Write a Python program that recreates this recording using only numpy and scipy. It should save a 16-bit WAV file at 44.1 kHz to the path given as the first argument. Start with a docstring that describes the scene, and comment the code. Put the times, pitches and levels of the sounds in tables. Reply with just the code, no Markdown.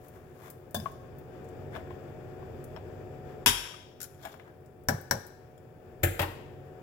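"""Food cans on a kitchen counter

On the left, cans slide under the fingers and knock on the counter, so the tin rings and the top booms.
A metal lid snaps loudly. A can opener clicks, scratches along a rim and is put down with a clatter.
A fan drones all the while in the small tiled room. The recorder's automatic volume control
turns everything down after the snap, then creeps back up."""
import sys
import numpy as np
from scipy import signal
from scipy.fft import rfft, irfft, next_fast_len
from scipy.io import wavfile
from scipy.ndimage import uniform_filter1d, minimum_filter1d

SR = 44100
rng = np.random.default_rng(int(sys.argv[2]) if len(sys.argv) > 2 else 0)


def log_audio(samples):
    """Write samples as a 16-bit WAV file to the path given in sys.argv[1]."""
    # one column per channel
    frames = np.atleast_2d(samples).T
    # limit to full scale, then quantise
    limited = np.clip(frames, -1, 1)
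    pcm = np.round(limited * 32767).astype(np.int16)
    wavfile.write(sys.argv[1], SR, pcm)


N = 300762

# A decay_s is the time a sound takes to fall by 60 dB. Brightness tilts the sound above 1 kHz.
# How long the tiled room echoes: frequency_hz, decay_s
ROOM_DECAY = [(100, 0.16), (300, 0.65), (900, 0.72), (3000, 0.76), (6000, 0.72), (9500, 0.53),
              (14000, 0.46)]
# How alike steady noise is at the two ears (1 is the same): frequency_hz, likeness
EAR_LIKENESS = [(60, 1), (180, 0.94), (550, 0.53), (1650, 0.13), (4970, -0.044), (15000, -0.052)]
# How much louder the left ear hears the counter, and the steady sounds: frequency_hz, extra_db
COUNTER_LEFT = [(100, -1), (200, -0.5), (400, 3.5), (800, 6), (2000, 7.5), (3500, 10), (5700, 13.5),
                (7200, 12), (8800, 3), (11000, 5.5), (14000, 7.5)]
STEADY_LEFT = [(90, -1.5), (200, -1.5), (450, 4.5), (1000, 6.5), (2000, 8.5), (3500, 14.5), (6000, 15.5),
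               (8500, 9), (13000, 8.5)]
# Tone of the fan's drone, its moving air and the recorder's hiss: frequency_hz, level_db
DRONE_TONE = [(15, -48.5), (25, 0), (54, -13.5), (76, -4), (128, -1), (207, -11.5), (237, -11),
              (320, -12.5), (361, -2), (525, -11.5), (574, -16.5), (628, -11.5), (687, -17.5), (752, -21.5),
              (900, -22.5), (1170, -62.5), (1980, -120)]
AIR_TONE = [(500, -24.5), (800, 1), (1100, 0), (1420, -0.5), (1800, -1), (2080, -10), (2350, -6),
            (2700, -12), (3200, -17), (3500, -15.5), (3950, -26.5), (4800, -20.5), (6200, -26), (7600, -19),
            (8400, -33), (16000, -21)]
HISS_TONE = [(1000, -10), (7500, -9.5), (8500, -5), (11000, -0.5), (14000, -9), (15200, 10), (16000, 1)]
# The fan motor's hum: pitch_hz, level_db
MOTOR_NOTES = [(93, -54.5), (140, -50.5), (242, -58), (290, -60), (358, -53.5), (452, -54.5), (533, -56),
               (614, -58.5), (736, -55), (822, -66.5)]

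# Tin slides under the fingers:
# fastest_s, rise_s, fall_s, level_db, brightness_db_per_octave, pitch_hz, hollow_note_db
SLIDES = [(.05, 0.17, 0.12, -52.5, 4.5, 1044, 13), (.16, 0.13, 0.21, -50.5, 2, 1070, 3),
          (.475, 0.27, 0.098, -43.5, 3, 1100, 4), (1.763, 0.093, 0.071, -42.5, -0.5, 2090, -7),
          (4.258, 0.091, 0.157, -38.5, 2, 752, 0), (4.478, 0.095, 0.07, -45.5, -2, 1584, 16)]
# The opener's cutter scratches the rim: fastest_s, rise_s, fall_s, level_db
SCRATCHES = [(4.25, 0.092, 0.091, -47), (4.33, 0.064, .05, -55)]
# Taps on a full can in the hand: start_s, level_db, pitch_hz, hollow_note_db, brightness_db_per_octave
TAPS = [(0.8, -46, 5100, 3, 3), (0.8583, -29, 1089, 11.5, -7), (1.752, -38, 1500, -11, -2.5),
        (1.762, -41.5, 1090, 2, -0.5), (1.773, -44, 603, 2, -4.5), (1.906, -45, 1050, 1, -3),
        (2.427, -49, 1100, -1, -9), (2.763, -42.5, 5370, -14.5, -0.5), (2.772, -48, 903, 5, -3),
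        (3.741, -45.5, 1230, 14.5, 4), (4.2515, -30, 830, 7, 0.5), (4.259, -34, 654, 5, -9.5),
        (4.341, -34.5, 1120, -12, -7), (4.397, -38.5, 2070, -3, -1)]
# Light ticks of fingernails on tin: start_s, level_db, pitch_hz, decay_s
TICKS = [(0.0837, -40.5, 15000, .01), (0.5021, -34, 12500, 0.014), (0.7095, -45, 13000, .014),
         (0.9163, -50, 12000, .012), (1.1852, -48, 15500, .018), (1.445, -64, 8000, .04),
         (1.488, -59, 7500, 0.022), (2.641, -48.5, 10800, 0.025), (4.66, -55, 7500, 0.023),
         (4.8364, -52.5, 13000, .025), (5.0123, -38, 13500, .02), (5.2672, -37, 12000, .016)]
# Tone of a tick: multiple_of_pitch, level_db
TICK_TONE = [(.2, -26.5), (.55, -15), (.8, -6.5), (1, -2), (1.5, -6.5)]
# Tone of a slide, a scratch and a tap: frequency_hz, level_db
SLIDE_TONE = [(400, 3.5), (800, 7), (1700, 1), (3400, -15.5), (4100, -20.5), (6200, -21), (7100, -19.5),
              (8700, -22), (11500, -18), (13300, -18), (16000, -23)]
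SCRATCH_TONE = [(2500, -24), (3300, 3), (4000, -3), (5000, -7), (6300, -7), (7100, -14), (8300, -15),
                (11500, -9), (12300, -1), (13000, -5), (16000, -17)]
TAP_TONE = [(200, -27.5), (600, -1.5), (1100, -2), (2000, -7.5), (3300, -8.5), (4500, -24), (8000, -34),
            (16000, -28)]
# Ringing of the held can's wall, and of the counter top: pitch_hz, level_db, decay_s
HELD_CAN_NOTES = [(650, -5, 0.12), (1494, -8.5, 0.035), (1684, -6, 0.052), (2250, -16.5, 0.083),
                  (3460, -18.5, 0.074), (5300, -34, 0.06)]
COUNTER_NOTES = [(70, -10.5, .13), (92.3, 2, .3), (103, -2, 0.21), (123.6, -1, 0.25), (162, -4.5, 0.25),
                 (227, -4.5, 0.18)]

# The opener's wheel clicks: start_s, level_db, brightness_db_per_octave
WHEEL_CLICKS = [(4.004, -28.5, -2.5), (4.015, -22.5, 0), (4.03, -22.5, 3), (4.042, -28, -2)]
# Its loose steel parts jingle: start_s, level_db
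JINGLES = [(4.144, -54), (4.226, -49), (4.238, -45), (4.251, -35.5), (4.341, -50), (5.578, -51)]
# Its head lands, then its handles bounce: start_s, level_db, thump_db, brightness_db_per_octave
HEAD_HITS = [(6.032, -20, -47, 0), (6.0345, -10, -19, 1.5), (6.044, -16.5, -30, -10),
             (6.071, -24, -27, -2.5)]
HANDLE_HITS = [(6.1935, -14.5, -32, -0.2), (6.197, -24.5, -39, 3), (6.205, -19, -27.5, -11),
               (6.217, -20.5, -53, 2.5), (6.228, -19.5, -41, -2.5), (6.238, -24, -53, -7)]
# Tone of a hit on each part of the opener: frequency_hz, level_db
WHEEL_TONE = [(700, -27), (1400, 1), (2500, -7), (4500, -3.5), (7000, 0.5), (8500, 0.5), (12000, 8.5),
              (16000, -6)]
HEAD_TONE = [(160, -48), (280, -4), (600, -5), (1070, -24), (1350, -6.5), (1800, -0.5), (1960, -13),
             (2360, -5.5), (3400, -15), (5150, -28), (7220, -19), (8850, -21.5), (10500, -17), (11400, -15),
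             (14000, -11), (16000, -21)]
HANDLE_TONE = [(160, -10), (280, -25), (337, 1.5), (420, -16), (570, -2.5), (747, -5.5), (947, -8),
               (1660, -8), (2440, -11), (2710, -9.5), (3500, -14.5), (6310, -30), (7600, -25.5),
               (11600, -23.5), (12600, -16.5), (16000, -26)]
# Ringing of each part of the opener: pitch_hz, level_db, decay_s
WHEEL_NOTES = [(1447, -18.5, 0.085), (5500, -13.5, 0.026), (7060, -10.5, 0.025), (10200, -9, 0.04),
               (12200, -22, 0.05)]
JINGLE_NOTES = [(3300, -5.5, 0.045), (5200, -11, .05), (7120, -3.5, 0.046), (8150, -8.5, 0.034),
                (9240, -13, 0.053), (10300, -6, .05), (12250, -7, 0.047), (13600, -8, .04)]
HEAD_NOTES = [(337, -12.5, 0.23), (469, -23.5, 1), (566, -9.5, 0.1), (748, -13, 0.096), (1590, -44, 0.23),
              (1660, -22, 0.18), (2040, -14, 0.08), (7500, -17.5, 0.053), (10300, -13, 0.076),
              (14400, -20, 0.09)]
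HANDLE_NOTES = [(314.5, -17, 0.2), (590, -13.5, 0.07), (708, -22, 0.077), (826, -15.5, 0.091),
                (952, -19, 0.23), (1530, -18, .12), (1864, -11, 0.044), (2680, -16, 0.043),
                (3470, -22, 0.043), (12400, -30, 0.063)]

# The first can is knocked as it is picked up: start_s, level_db, thump_db
FIRST_CAN_HITS = [(0.7456, -10.5, -35), (0.7488, -16, -52), (0.756, -25, -34), (0.7638, -20, -42),
                  (0.8, -29, -32)]
# The second is set down edge by edge: start_s, level_db, thump_db, hollow_knock_db, wall_pitch_hz
SECOND_CAN_HITS = [(4.8858, -10, -17, -18, 5060), (4.8932, -20.5, -24.5, -19, 2220),
                   (5.1105, -8.5, -24, -21.5, 4070), (5.120, -28, -37, -21, 4780)]
# A can rocks on its rim: start_s, level_db, pitch_hz
ROCKING_KNOCKS = [(0.768, -23, 215), (0.7766, -21, 204), (0.84, -26, 171), (4.9145, -15, 185),
                  (4.943, -13.5, 125), (5.143, -16, 165), (5.168, -21, 126.3), (5.186, -25, 125)]
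# The lid snaps and chatters: start_s, level_db, thump_db
LID_HITS = [(3.461, -1.5, -29), (3.4641, -15, -41.5), (3.470, -1.5, -43), (3.478, -7, -23),
            (3.49, -18, -41.5)]
# Tone of a hit on each can, the hollow top and the snapping lid: frequency_hz, level_db
FIRST_CAN_TONE = [(120, -38), (200, 0.5), (259, -50), (322, -23), (696, -14), (1080, -32), (1300, -34),
                  (1650, -21.5), (1980, -49), (3490, -34), (4200, -39), (4770, -41.5), (16000, -31.5)]
SECOND_CAN_TONE = [(130, -30.5), (250, -18.5), (550, -12.5), (960, -6), (1220, -13.5), (1500, 0.5),
                   (1760, -0.5), (2070, -17), (2600, -22), (3240, -24.5), (4300, -20.5), (5100, -16.5),
                   (5750, -14.5), (6530, -22), (7700, -14.5), (8600, -26.5), (12400, -13), (16000, -19.5)]
KNOCK_TONE = [(100, -13.5), (210, -3), (330, -14.5), (550, -4), (800, -9), (1100, -17.5), (2500, -36)]
LID_TONE = [(120, -29.5), (200, -5), (480, -12.5), (680, -15.5), (950, -2), (1120, -7.5), (1550, -5.5),
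            (2400, -6.5), (3250, -1), (3700, -5), (4050, -15), (5450, -9), (6200, -13), (7300, -9.5),
            (8500, -14), (10000, -5), (14600, -14), (16000, -27.5)]
# Ringing of each can and the snapping lid: pitch_hz, level_db, decay_s
FIRST_CAN_NOTES = [(223.7, -20.5, 0.37), (606, -24, 0.1), (698, -25, 0.13), (1079, -23, 0.15),
                   (1643, -25.5, 0.06), (3542, -19.5, 0.044), (4780, -27.5, 0.08), (5420, -29, .05),
                   (6300, -33, 0.06), (9300, -41, 0.037), (10550, -16.5, .025)]
SECOND_CAN_NOTES = [(530.4, -21.5, 0.252), (795, -11, 0.12), (975, -11, 0.097), (1550, -13, 0.0331),
                    (1620, -13, 0.02), (2260, -23, 0.16), (5060, -35.5, 0.06), (5730, -13, 0.0246),
                    (6950, -31, 0.061), (7900, -17.5, 0.034), (10500, -16, .04)]
LID_NOTES = [(238, -25, 0.14), (404, -17.5, 0.069), (978, -16.5, 0.059), (1536, -25, 0.22),
             (1680, -27.5, 0.066), (2370, -32.5, 0.17), (2983, -29.5, 0.16), (3220, -23, .29),
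             (3365, -19, 0.12), (3770, -27.5, 0.25), (4770, -33, 0.22), (5500, -16.5, 0.08),
             (5400, -31.5, .38), (6550, -30, .12), (7200, -31, .12), (9350, -29, 0.16)]
# The ping of each can's lid, heard with no room echo: pitch_hz, level_db, decay_s
FIRST_CAN_PING = [(3540, -18, 0.11)]
SECOND_CAN_PING = [(5740, -5, 0.025), (5590, -21.5, .14), (5770, -28.5, .36)]

DRONE_DB, AIR_DB, HISS_DB = -45, -60, -76
SLIPS_PER_S, SLIDE_HOLLOW_DB = 380, -5.5  # tiny catches of tin; their ring next to the rubbing
CEILING_DB, HOLD_S, RECOVER_DB_PER_S = -21.5, 2.13, 8  # volume control: limit, wait, climb back
START_GAIN_DB, START_HOLD_S = -7.5, 0.61  # the volume starts turned down for this long
MONO_BELOW_HZ, BOTTOM_HZ, TOP_HZ = 290, 34, 16100
SIDES = np.array([[.5], [-.5]])  # shares a difference between the left and right ear


def amp(db):
    """Turn decibels into a number to multiply by."""
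    return 10 ** (np.asarray(db) / 20)


def unit(x):
    """Scale a sound to an average power of 1."""
    return x / np.sqrt(np.mean(x ** 2) + 1e-20)


def along(points, hz):
    """Read between the rows of a (frequency, value) table, on a musical pitch scale."""
    frequencies, values = np.transpose(points)
    return np.interp(np.log(hz + 1), np.log(frequencies + 1), values)


def wobble(turns_per_s):
    """A smooth random curve."""
    return signal.resample(rng.standard_normal(int(N * turns_per_s / SR) + 4), next_fast_len(N))[:N]


def fade(t, decay_s):
    """A fade that loses 60 dB in decay_s."""
    return amp(-60 * t / decay_s)


def tilt(hz, bright_db):
    """A slope of bright_db for each octave above 1 kHz."""
    return bright_db * np.log2(np.maximum(hz / 1000, 1))


def filtered(x, response):
    """Multiply each frequency in x by response(hz)."""
    size = next_fast_len(N + SR // 2)
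    return irfft(rfft(x, size) * response(np.fft.rfftfreq(size, 1 / SR)), size)[..., :N]


def add(track, start_s, x):
    """Mix x into the track at start_s."""
    part = track[:, round(start_s * SR):][:, :x.shape[-1]]
    part += x[..., :part.shape[1]]


def rush(tone):
    """Steady stereo noise, nearly the same at both ears in the bass."""
    def response(hz):
        spread = np.arccos(np.clip(along(EAR_LIKENESS, hz), 0, 1)) / 2
        return amp(along(tone, hz)) * [np.cos(spread), np.sin(spread)]
    middle, side = filtered(rng.standard_normal((2, N)), response)
    return unit(np.array([middle + side, middle - side]))


def coloured(x, tone, bright_db, size=2048):
    """Give a hit its tone without smearing any sound ahead of it."""
    hz = np.fft.rfftfreq(size, 1 / SR)
    gain = amp(along(tone, hz) + tilt(hz, bright_db))
    cepstrum = irfft(np.log(np.maximum(gain, 1e-6)))
    cepstrum[1:size // 2] *= 2  # folding this in half makes the filter answer as early as it can
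    cepstrum[size // 2 + 1:] = 0
    kernel = irfft(np.exp(rfft(cepstrum)))
    return signal.fftconvolve(x, kernel[None] / np.linalg.norm(kernel), axes=1)[:, :x.shape[1]]


def burst(t, decay_s):
    """Dying noise that, like a hard blow, is equally strong from low to high."""
    spectrum = rfft(rng.standard_normal(len(t)) * fade(t, decay_s))
    strength = np.sqrt(uniform_filter1d(np.abs(spectrum) ** 2, size=90) + 1e-12)
    even = irfft(spectrum / strength, len(t)) * fade(t, 10 * decay_s)
    return unit(even) * np.sqrt(np.mean(fade(t, decay_s) ** 2))


def hit(tone, crack_s, scatter_db, scatter_s, bright_db=0):
    """A sharp crack, then its scatter off the pot, rack and wall, different at each ear."""
    t = np.arange(SR // 2) / SR
    scatter = amp(scatter_db) * rng.standard_normal((2, len(t)))
    scatter *= fade(t, scatter_s) * (1 - np.exp(-t / 0.00086))
    return coloured(burst(t, crack_s) + scatter, tone, bright_db)


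def ring(notes, split, count=7):
    """Each note of the metal rings as a bunch of close pitches: a can is never quite round."""
    t = np.arange(SR // 2) / SR
    out = np.zeros((2, len(t)))
    for hz, db, decay_s in notes:
        detune = 1 + split * rng.uniform(-1, 1, (count, 1))
        phase = rng.uniform(0, 2 * np.pi, (count, 1)) + rng.normal(0, 0.76, (2, count, 1))
        decay = fade(t, decay_s)
        bunch = np.sin(2 * np.pi * hz * detune * t + phase).sum(1) * decay
        out += amp(db + rng.normal()) * unit(bunch) * np.sqrt(np.mean(decay ** 2) / 2)
    return out * (1 - np.exp(-t / 0.00053))


def in_kitchen(x, room_db, pan_db):
    """Shift a sound left by pan_db and add its echo from the tiled walls."""
    hz, t, noise = signal.stft(rng.standard_normal((2, SR * 3 // 4)), SR, nperseg=256)
    dying = noise * fade(t, along(ROOM_DECAY, hz)[:, None]) * (1 - np.exp(-t / 0.00089))
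    echo = signal.istft(dying, SR, nperseg=256)[1]
    out = signal.fftconvolve(x[:1], echo / np.linalg.norm(echo[0]), axes=1) * amp(room_db - 2 * SIDES)
    out[:, :x.shape[1]] += x * amp(pan_db * SIDES)
    return out


def from_left(x):
    """Both ears share the bass; the left one hears the counter earlier and, higher up, louder."""
    x = x - filtered(x - x.mean(0), lambda hz: 1 / (1 + (hz / MONO_BELOW_HZ) ** 2))
    lead_s = SIDES * 6 / SR
    return filtered(x, lambda hz: amp(SIDES * along(COUNTER_LEFT, hz)) * np.exp(2j * np.pi * hz * lead_s))


def lean_left(x):
    """Above the bass, steady sound is louder at the left ear."""
    return filtered(x, lambda hz: amp(SIDES * along(STEADY_LEFT, hz)))


def fan():
    """A low drone with a wavering motor hum and gently swelling air."""
    t = np.arange(N) / SR
    hum = np.zeros((2, N))
    for hz, db in MOTOR_NOTES:
        level = amp(db + 1.4 * wobble(4.1))
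        hum += level * np.sin(2 * np.pi * hz * t + 0.66 * wobble(7) + rng.normal(0, 0.52, (2, 1)))
    drone = amp(DRONE_DB) * rush(DRONE_TONE)
    air = amp(AIR_DB + 0.97 * wobble(15)) * rush(AIR_TONE)
    return lean_left(drone + hum + air)


def held_can(hz, hollow_db, bright_db):
    """A can in the hand answers with a ringing wall and a hollow note that the grip tunes."""
    wall = [(pitch, db + tilt(pitch, bright_db), decay_s) for pitch, db, decay_s in HELD_CAN_NOTES]
    return ring(wall, split=0.02) + ring([(hz, hollow_db, .048)], split=0.014)


def stroke(grain, fastest_s, rise_s, fall_s, db):
    """A rubbing sound swells to its fastest moment and dies away."""
    t = np.arange(N) / SR - fastest_s
    away = np.maximum(-t / rise_s, t / fall_s)  # 0 at the peak, 1 at either end
    return grain * amp(db - 28 * away) * np.clip(2 - 2 * away ** 2, 0, 1)


def slides():
    """Sliding tin catches and slips, which rings the can; the cutter's scratch is thinner and grittier."""
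    grain = rush(SLIDE_TONE) * amp(1.4 * wobble(250))
    grit = unit(rush(SCRATCH_TONE) * amp(5.3 * wobble(180)))
    slips = (rng.random(N) < SLIPS_PER_S / SR) * rng.standard_normal(N)
    out = sum(stroke(grit, *scratch) for scratch in SCRATCHES)
    for fastest_s, rise_s, fall_s, db, bright_db, pitch_hz, hollow_db in SLIDES:
        rub = unit(filtered(grain, lambda hz: amp(tilt(hz, bright_db))))
        can = held_can(pitch_hz, hollow_db, bright_db)
        hollow = unit(signal.oaconvolve(slips[None], can, axes=1)[:, :N])
        out += stroke(unit(rub + amp(SLIDE_HOLLOW_DB) * hollow), fastest_s, rise_s, fall_s, db)
    return in_kitchen(out, room_db=-8.5, pan_db=0.5)[:, :N]


def fingers():
    """The hand muffles the can, so fingers make only short hollow taps and tiny soft ticks."""
    out = np.zeros((2, N))
    for start_s, db, hz, hollow_db, bright_db in TAPS:
        tap = hit(TAP_TONE, crack_s=0.012, scatter_db=-12.5, scatter_s=0.17, bright_db=bright_db)
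        tap += held_can(hz, hollow_db, bright_db)
        add(out, start_s, in_kitchen(amp(db) * tap, room_db=-14, pan_db=5))
    for start_s, db, hz, decay_s in TICKS:
        tone = [(hz * multiple, level) for multiple, level in TICK_TONE]
        tick = hit(tone, crack_s=decay_s, scatter_db=-7, scatter_s=0.074)
        add(out, start_s, in_kitchen(amp(db) * tick, room_db=-7, pan_db=6.5))
    return out


def thump(sway_db, push_hz):
    """The counter booms most near push_hz (lower for a heavier blow); the cabinet sways below it."""
    t = np.arange(SR // 2) / SR
    notes = [(hz, db - 20 * np.log10(1 + (hz / push_hz - push_hz / hz) ** 2), decay_s)
             for hz, db, decay_s in COUNTER_NOTES]
    boom = np.zeros(len(t))
    for hz, db, decay_s in notes + [(42.5, sway_db, 0.55)]:
        level = amp(db + rng.normal())
        pitch_hz = hz * (1 + 0.012 * rng.normal())
        boom += level * np.sin(2 * np.pi * pitch_hz * t) * fade(t, decay_s)
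    return boom * (1 - np.exp(-t / 0.004))


def opener():
    """The wheel clicks round and loose parts jingle; later the whole tool clatters onto the counter."""
    out = np.zeros((2, N))
    for start_s, db, bright_db in WHEEL_CLICKS:
        click = hit(WHEEL_TONE, crack_s=0.0075, scatter_db=-8, scatter_s=0.089, bright_db=bright_db)
        click += ring(WHEEL_NOTES, split=0.048)
        add(out, start_s, in_kitchen(amp(db) * click, room_db=-14, pan_db=1))
    for start_s, db in JINGLES:
        add(out, start_s, in_kitchen(amp(db) * ring(JINGLE_NOTES, split=0.0157), room_db=-7.5, pan_db=2))
    for hits, tone, notes in (HEAD_HITS, HEAD_TONE, HEAD_NOTES), (HANDLE_HITS, HANDLE_TONE, HANDLE_NOTES):
        for start_s, db, thump_db, bright_db in hits:
            steel = hit(tone, crack_s=0.0036, scatter_db=-5, scatter_s=0.087, bright_db=bright_db)
            steel += ring(notes, split=0.0206)
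            add(out, start_s, in_kitchen(amp(db) * steel, room_db=-9.5, pan_db=-0.5))
            add(out, start_s, amp(thump_db) * thump(sway_db=-5, push_hz=97))
    return out


def dull_knock(hz):
    """A blunt push on the counter top that dies within a few swings."""
    t = np.arange(SR // 4) / SR
    return np.sin(2 * np.pi * hz * t) * fade(t, 0.041) * (1 - np.exp(-t / 0.0029))


def cans():
    """Full cans knock and rock on the counter: rims clink, walls ring, lids ping and the top booms."""
    out = np.zeros((2, N))
    for start_s, db, thump_db in FIRST_CAN_HITS:
        tin = hit(FIRST_CAN_TONE, crack_s=0.0038, scatter_db=-10, scatter_s=0.078)
        tin += ring(FIRST_CAN_NOTES, split=0.027)
        add(out, start_s, in_kitchen(amp(db) * tin, room_db=-9.5, pan_db=2))
        add(out, start_s, amp(db) * ring(FIRST_CAN_PING, split=0.024))
        add(out, start_s, amp(thump_db) * thump(sway_db=-16, push_hz=139))
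    for start_s, db, thump_db, knock_db, wall_hz in SECOND_CAN_HITS:
        tin = hit(SECOND_CAN_TONE, crack_s=0.012, scatter_db=-4, scatter_s=0.071)
        tin += ring(SECOND_CAN_NOTES + [(wall_hz, -28, .13)], split=0.033)
        knock = hit(KNOCK_TONE, crack_s=0.041, scatter_db=-4.5, scatter_s=0.29)
        add(out, start_s, in_kitchen(amp(db) * tin + amp(knock_db) * knock, room_db=-14, pan_db=0.5))
        add(out, start_s, amp(db) * ring(SECOND_CAN_PING, split=0.0127))
        add(out, start_s, amp(thump_db) * thump(sway_db=-22.5, push_hz=153))
    for start_s, db, hz in ROCKING_KNOCKS:
        add(out, start_s, amp(db) * dull_knock(hz))
    return out


def lid():
    """The lid lets go all at once and chatters against the rim."""
    out = np.zeros((2, N))
    for start_s, db, thump_db in LID_HITS:
        tin = hit(LID_TONE, crack_s=0.0074, scatter_db=-10.5, scatter_s=0.17)
        tin += ring(LID_NOTES, split=0.019, count=16)
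        add(out, start_s, in_kitchen(amp(db) * tin, room_db=-7, pan_db=-0.5))
        add(out, start_s, amp(thump_db) * thump(sway_db=0.5, push_hz=88))
    return out


def scene():
    """Everything at the counter, heard over the fan."""
    return from_left(cans() + lid() + opener() + fingers() + slides()) + fan()


def volume_control(x):
    """A loud sound pushes the volume down at once; it waits, then climbs back at a steady rate."""
    t = np.arange(N) / SR
    level_db = 10 * np.log10(np.abs(uniform_filter1d(x.mean(0) ** 2, size=SR // 25)) + 1e-12)
    hold = round(HOLD_S * SR)
    held_db = minimum_filter1d(CEILING_DB - level_db, hold, origin=(hold - 1) // 2, mode="nearest")
    allowed_db = np.minimum(held_db, np.where(t < START_HOLD_S, START_GAIN_DB, 0))
    climb_db = RECOVER_DB_PER_S * t
    gain_db = np.minimum.accumulate(allowed_db - climb_db) + climb_db
    return x * amp(uniform_filter1d(gain_db, size=SR // 200))


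def record(dry):
    """The recorder sets its volume, hisses faintly, clips peaks and cuts the lowest and highest sounds."""
    def band(hz):
        bass_cut = hz ** 10 / (hz ** 10 + BOTTOM_HZ ** 10)
        return bass_cut * np.clip((TOP_HZ + 200 - hz) / 400, 0, 1)
    hiss = amp(HISS_DB) * lean_left(rush(HISS_TONE))
    return filtered(np.clip(volume_control(dry) + hiss, -1, 1), band)


dry = scene()
out = record(dry)
log_audio(out)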